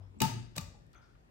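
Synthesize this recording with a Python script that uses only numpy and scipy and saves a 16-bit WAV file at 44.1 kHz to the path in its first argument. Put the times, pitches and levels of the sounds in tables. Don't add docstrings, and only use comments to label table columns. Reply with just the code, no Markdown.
import sys
import numpy as np
from scipy import signal
from scipy.fft import rfft, irfft
from scipy.io import wavfile
from scipy.ndimage import uniform_filter1d

SR = 44100
rng = np.random.default_rng(int(sys.argv[2]) if len(sys.argv) > 2 else 0)


def wrap_up_sound(samples):
    columns = np.atleast_2d(samples).T
    tamed = np.clip(columns, -1, 1)
    steps = np.round(tamed * 32767).astype(np.int16)
    wavfile.write(sys.argv[1], SR, steps)


def invert_db(level):
    return 10 ** (np.asarray(level, dtype=float) / 20)


N = 57330

SIDE = np.array([[.5], [-.5]])
GRIP_S = .2540
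CORK_S = .53


def read(points, hz):
    f, value = np.transpose(points)
    return np.interp(np.log(hz + 1), np.log(f + 1), value)


def evened(x):
    return x / np.sqrt(np.mean(x ** 2) + 1e-20)


def since(s):
    return np.maximum(np.arange(N) / SR - s, 0)


def pan(left_right_db):
    return invert_db(SIDE * left_right_db)


def coloured(x, points, lag_s=0):
    hz = np.fft.rfftfreq(N, 1 / SR)
    delay = np.exp(-2j * np.pi * hz * lag_s)
    return irfft(rfft(x) * invert_db(read(points, hz)) * delay, N)


def ring(modes):
    t, out = np.arange(SR // 2) / SR, 0
    for (hz, db, t60, pan_db), turn in zip(modes, rng.uniform(-1.2, 1, len(modes))):
        wave = np.sin(2 * np.pi * hz * t + 2.1 * turn * SIDE)
        onset = np.minimum(t * hz, 1)
        out = out + invert_db(db + SIDE * pan_db - 60 * t / t60) * wave * onset
    return out


def struck(force, modes):
    return signal.fftconvolve(np.atleast_2d(force), ring(modes), axes=1)[:, :N]


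def push(s, db, length_s):
    u = np.clip(since(s) / length_s, 0, 1)
    return invert_db(db) * np.sin(np.pi * u) * np.pi / (2 * length_s * SR)


def swelling(s, swell_s):
    u = since(s) / swell_s
    return u * np.exp(.5 - u * u / 2)


def grip():
    close_s = 0.023
    return invert_db(-8.5 * np.clip(since(GRIP_S) / close_s, 0, 1))


def flutter():
    slow = uniform_filter1d(uniform_filter1d(rng.standard_normal(N), size=441), size=441)
    return invert_db(6 * evened(slow))


def room_tone():
    # pitch_hz, likeness (-1 to 1)
    likeness = [(60, 0.72), (240, 0.69), (950, -0.8), (3770, -0.39), (15000, 0.01)]
    # pitch_hz, level_db (per Hz)
    hum_colour = [(25, -24), (50, 6.5), (75, -7), (115, -6), (300, -17), (700, -22), (1500, -30),
                  (6200, -44), (12800, -51.5), (16000, -62)]
    frames, hz = N // 256 + 5, np.fft.rfftfreq(1024, 1 / SR)
    a, b, c, d, patches = rng.standard_normal((frames, 513, 5)).T
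    patches = uniform_filter1d(uniform_filter1d(patches, size=10, axis=0), size=12, axis=1)
    same = np.clip(read(likeness, hz), -1, 1)[:, None]
    left = a + 1j * b
    right = same * left + np.sqrt(1 - same ** 2) * (c + 1j * d)
    spectrum = np.array([left, right]) * invert_db(1.6 * evened(patches))
    noise = signal.istft(spectrum, nperseg=1024, noverlap=768)[1][:, :N]
    return invert_db(-58.5) * evened(coloured(noise, hum_colour)) * pan(3)


def table():
    # pitch_hz, level_db, t60_s, left_right_db
    wood_modes = [(93.8, -10, 0.2, 7), (225.3, -5.5, 0.36, 0), (266.4, -0.5, 0.078, 7),
                  (352.1, -2.5, 0.12, 6), (489, -8, 0.045, 0), (730, -19, .06, 3.5)]
    thump_starts = [.2092, .2280, .2440, .5720, .1420, .1650, .3800]
    # level_db, push_s
    thumps = [(-24, 0.00091), (-33, 0.00079), (-39, 0.00049), (-38.5, 0.003), (-55, 0.00055),
              (-40.5, 0.0029), (-42.5, 0.0025)]
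    sway_starts = [.2150, .2220, .2650, .2920, .3480, .3950, .4350, .5680, .5820, .6050, .6720, .2850,
                   .3650]
    # pitch_hz, level_db, swell_s, left_right_db
    sways = [(135, -28.5, 0.01997, 6.5), (184.7, -32.5, 0.023, 5), (128.5, -32.5, 0.0094, 4.5),
             (115.7, -35, 0.054, 4.5), (114, -40.5, 0.0052, 6.5), (105, -44.5, 0.0099, -1.5),
             (101.7, -52, 0.012, 6), (130.4, -37, 0.0054, 2.5), (166, -35.5, 0.0096, 4),
             (89.5, -42.5, 0.025, 5), (96.2, -48, 0.015, 7), (252, -42, .013, 1), (221, -43, 0.01, -4)]
    t = since(0)
    out = invert_db(-47 - 60 * t) * np.sin(2 * np.pi * 96 * t + 9.0) * pan(10)
    for s, (hz, db, swell_s, pan_db) in zip(sway_starts, sways):
        wave = np.sin(2 * np.pi * hz * since(s) + 0.64 * SIDE)
        out = out + invert_db(db) * pan(pan_db) * swelling(s, swell_s) * wave
    before = sum(push(s, *row) for s, row in zip(thump_starts, thumps) if s < GRIP_S)
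    after = sum(push(s, *row) for s, row in zip(thump_starts, thumps) if s >= GRIP_S)
    return out + grip() * struck(before, wood_modes) + struck(after, wood_modes)


def tinks():
    rub_starts = [.936, .958, .944, 1.015, .945, 1.150, 1.150, .015, .020, .001, .140, .735, .700, .800,
                  .186, .931, .553, 1.02, .95]
    rub_pitches = [1380, 6200, 2200, 5000, 900, 1320, 2300, 5250, 3300, 700, 800, 830, 550, 1790, 7700,
                   4000, 3000, 1400, 3400]
    # width_hz, level_db, t60_s
    rubs = [(370, -64, 0.77), (59.7, -65.5, 0.12), (897, -70, 0.62), (1994, -74.5, 0.63), (640, -68, 0.63),
            (500, -64, 0.074), (907, -69.5, 0.047), (400, -81, 0.51), (302, -80.5, 0.36), (1000, -65, .5),
            (809, -58, 0.04), (138.89, -65, 0.35), (315, -69, 0.71), (242.7, -84.5, 8.4), (150, -67.5, .1),
            (3050, -66, 0.069), (4040, -53, 0.095), (149.4, -71, 0.52), (493, -75.5, 0.66)]
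    out, t, rise_s = 0, since(0), .004
    noises = rng.standard_normal((len(rubs), 4, N))
    for s, hz, (width, db, t60), noise in zip(rub_starts, rub_pitches, rubs, noises):
        r = np.exp(-np.pi * width / SR)
        slow = signal.lfilter([1], [1, -2 * r, r * r], noise[:2] + 1j * (noise[2:] + noise[0]))
        band = evened((slow * np.exp(2j * np.pi * hz * t)).real)
        out = out + band * invert_db(db - 60 * since(s) / t60) * np.minimum(since(s) / rise_s, 1)
    return out * pan(3)


def cracks():
    crack_starts = [.2031, .2163, .5595, .5801, .5730, .2186, .8660, .9170, .9310, .9465, .6090]
    # level_db, rise_s, fall_s, kind (0 = lever on glass, 1 = cork leaving)
    bursts = [(-34.5, 0.00049, 0.0058, 0), (-25, 0.0012, 0.0026, 0), (-39, 0.0067, 0.00277, 1),
              (-32, 0.000326, 0.0033, 1), (-47, 0.0015, 0.013, 1), (-23, 0.00097, 0.003, 0),
              (-71, .0005, 0.0017, 1), (-76, 0.00044, 0.0015, 1), (-66, 0.00055, .0025, 1),
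              (-63, .0004, 0.00117, 1), (-47.5, 0.0012, 0.0042, 1)]
    # pitch_hz, level_db (per Hz)
    lever_colour = [(180, -39.5), (300, -7), (907, -3.5), (2930, -3), (3410, -4.5), (6030, -1.5),
                    (10500, -9.5), (15400, -5.5), (16500, -12)]
    # pitch_hz, level_db (per Hz)
    cork_colour = [(800, -4.5), (2300, -8.5), (2800, -5), (3800, -4), (8000, -1.5), (10100, -14),
                   (12300, -6.5), (16500, -10.5)]
    glass_pitches = [1290, 1879, 2496, 2820, 2931, 3870, 4363, 4942, 5222, 5980, 7700]
    # level_db, t60_s, left_right_db
    glass_rows = [(-17.5, 0.069, -2), (-26, .07, -4.5), (-17, 0.059, -11.5), (-37.5, .05, -1),
                  (-15.5, .05, 3), (-19.5, 0.063, 9.5), (-26.5, 0.034, 5.5), (-25.5, 0.076, 6.5),
                  (-25, 0.093, 5.5), (-19, 0.025, 6), (-29, 0.16, 14.5)]
    cork_changes = [-7, -12, 2.5, -26, 0.5, 6.5, -21, -10, -12, -2, -6]

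    a, b, grit = rng.standard_normal((3, N))
    grit = invert_db(0.87 * evened(uniform_filter1d(grit, size=12)))
    shared, lag_s = 0.17, -0.000094
    right = shared * coloured(a, [(1, 0), (2, 0)], lag_s) + np.sqrt(1 - shared ** 2) * b
    raw = np.array([a, right])
    hisses = [evened(coloured(raw, colour)) for colour in (lever_colour, cork_colour)]
    air = 0
    for s, (db, rise, fall, kind) in zip(crack_starts, bursts):
        attack = np.minimum(since(s) / rise, 1)
        decay = np.exp(-(np.maximum(since(s) - rise, 0) / fall) ** 2)
        air = air + grit * invert_db(db) * attack * decay * hisses[int(kind > .5)]

    glass = [(hz, *row) for hz, row in zip(glass_pitches, glass_rows)]
    corked = [(hz, db + more_db - 3, 0.83 * t60, pan_db)
              for (hz, db, t60, pan_db), more_db in zip(glass, cork_changes)]
    late = since(CORK_S) > 0
    touching = since(.7) == 0
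    rung = struck(air[0] * ~late, glass) + struck(air[0] * late * touching, corked)
    return air * pan(3), invert_db(-18) * flutter() * rung


def body():
    # pitch_hz, level_db, t60_s, left_right_db
    bottle_modes = [(905, -13, 0.12, 12), (891, -9, 0.1, 10.5), (899, -15, .14, 7.5)]
    # start_s, level_db
    blows = [
        (.2050, -49),
        (.5780, -46),
    ]
    swell_starts = [.268, .290, .312, .368, .400, .440, .590, .630, .670]
    # pitch_hz, level_db, swell_s
    swells = [(892, -42, 0.012), (928, -41, 0.0081), (893, -42, 0.0079), (881, -51.5, 0.015),
              (888, -62.5, 0.021), (903, -67, .015), (882, -58.5, 0.015), (895, -64.5, 0.016),
              (902, -66, 0.01)]
    hum_s, from_hz, to_hz, rise_s = .2110, 885, 887.6, 0.011
    port_phase = np.array([[0], [.8]])
    t = since(hum_s)
    hz = from_hz + (to_hz - from_hz) * np.minimum(t / (GRIP_S - hum_s), 1)
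    stopped = grip() * invert_db(-600.0 * since(GRIP_S))
    loudness = invert_db(-28) * np.minimum(t / rise_s, 1) * stopped
    hum = loudness * np.sin(2 * np.pi * np.cumsum(hz) / SR + port_phase) * invert_db(np.array([[3.], [-4.]]))
    for s, (hz, db, swell_s) in zip(swell_starts, swells):
        wave = np.sin(2 * np.pi * hz * since(s) + port_phase)
        hum = hum + invert_db(db) * pan(6) * swelling(s, swell_s) * wave
    force = sum(push(s, db, 0.00047) for s, db in blows)
    return hum + flutter() * struck(force, bottle_modes)


def pop():
    pop_s, from_hz, to_hz, glide_s = .5660, 538, 1210, 0.00902
    t60_s, sag_hz_per_s = 0.23, 900
    t = since(pop_s)
    hz = to_hz + (from_hz - to_hz) * np.exp(-(t / glide_s) ** 2.6)
    hz = hz - sag_hz_per_s * np.minimum(t, .12)
    wave = np.sin(2 * np.pi * np.cumsum(hz * (t > 0)) / SR)
    loudness = invert_db(-46.5 - 60 * t / t60_s) * np.minimum(t / 0.0025, 1)
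    wobble = 1 + 0.48 * np.cos(2 * np.pi * 110 * t - 2.2)
    return wave * loudness * wobble * pan(5)


def room(x):
    # pitch_hz, t60_s
    fading = [(100, 1), (260, 0.9), (700, .45), (1840, 0.57), (4850, 0.51), (9000, 0.42), (14000, 0.25)]
    # pitch_hz, level_db
    echo_colour = [(100, -2.5), (300, -2.5), (900, 1), (2000, -2.5), (6000, -1.5), (9500, -7.5),
                   (15500, -3)]
    a, b = rng.standard_normal((2, SR))
    noise = np.array([a, 0.1 * np.roll(a, shift=-5) + 0.79 * b])
    hz, t, z = signal.stft(noise, SR, nperseg=256)
    z = z * invert_db(-60 * t / read(fading, hz)[:, None])
    tail = signal.istft(z, SR, nperseg=256)[1][:, :SR]
    tail = tail * np.clip(np.arange(SR) / SR / 0.0066 - .4, 0, 1)
    tail = tail / np.linalg.norm(tail[0])
    return coloured(signal.fftconvolve(x, tail, axes=1)[:, :N], echo_colour)


def housed(x, share):
    # pitch_hz, width_hz, level_db
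    dips = [(10350, 360, -34), (13950, 380, -30)]
    edge_hz, edge_db_per_hz = 16050, .05
    hz = np.fft.rfftfreq(N, 1 / SR)
    dips_db = sum(db * np.exp(-((hz - at_hz) / width) ** 4) for at_hz, width, db in dips)
    edge_db = (share + 1) / 2 * edge_db_per_hz * np.maximum(hz - edge_hz, 0)
    return irfft(rfft(x) * invert_db(share * dips_db - edge_db), N)


def scene():
    wood, (air, glass), hum, neck = table(), cracks(), body(), pop()
    sent = air + invert_db(-6.5) * glass + invert_db(-5) * neck
    sent = sent * invert_db(-5 * np.sign(since(CORK_S)))
    sent = sent + invert_db(-13.0) * wood + invert_db(-17.5) * hum
    near = wood + hum + air + glass + neck
    return housed(near, 0.64) + housed(room(sent) + tinks() + room_tone(), 0.91)


def top_cut(x):
    return signal.sosfilt(signal.butter(12, 16970, fs=SR, output="sos"), x)


def record(dry):
    bass_cut = signal.butter(2, 37, "highpass", fs=SR, output="sos")
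    return top_cut(signal.sosfilt(bass_cut, dry))


dry = scene()
out = record(dry)
wrap_up_sound(out)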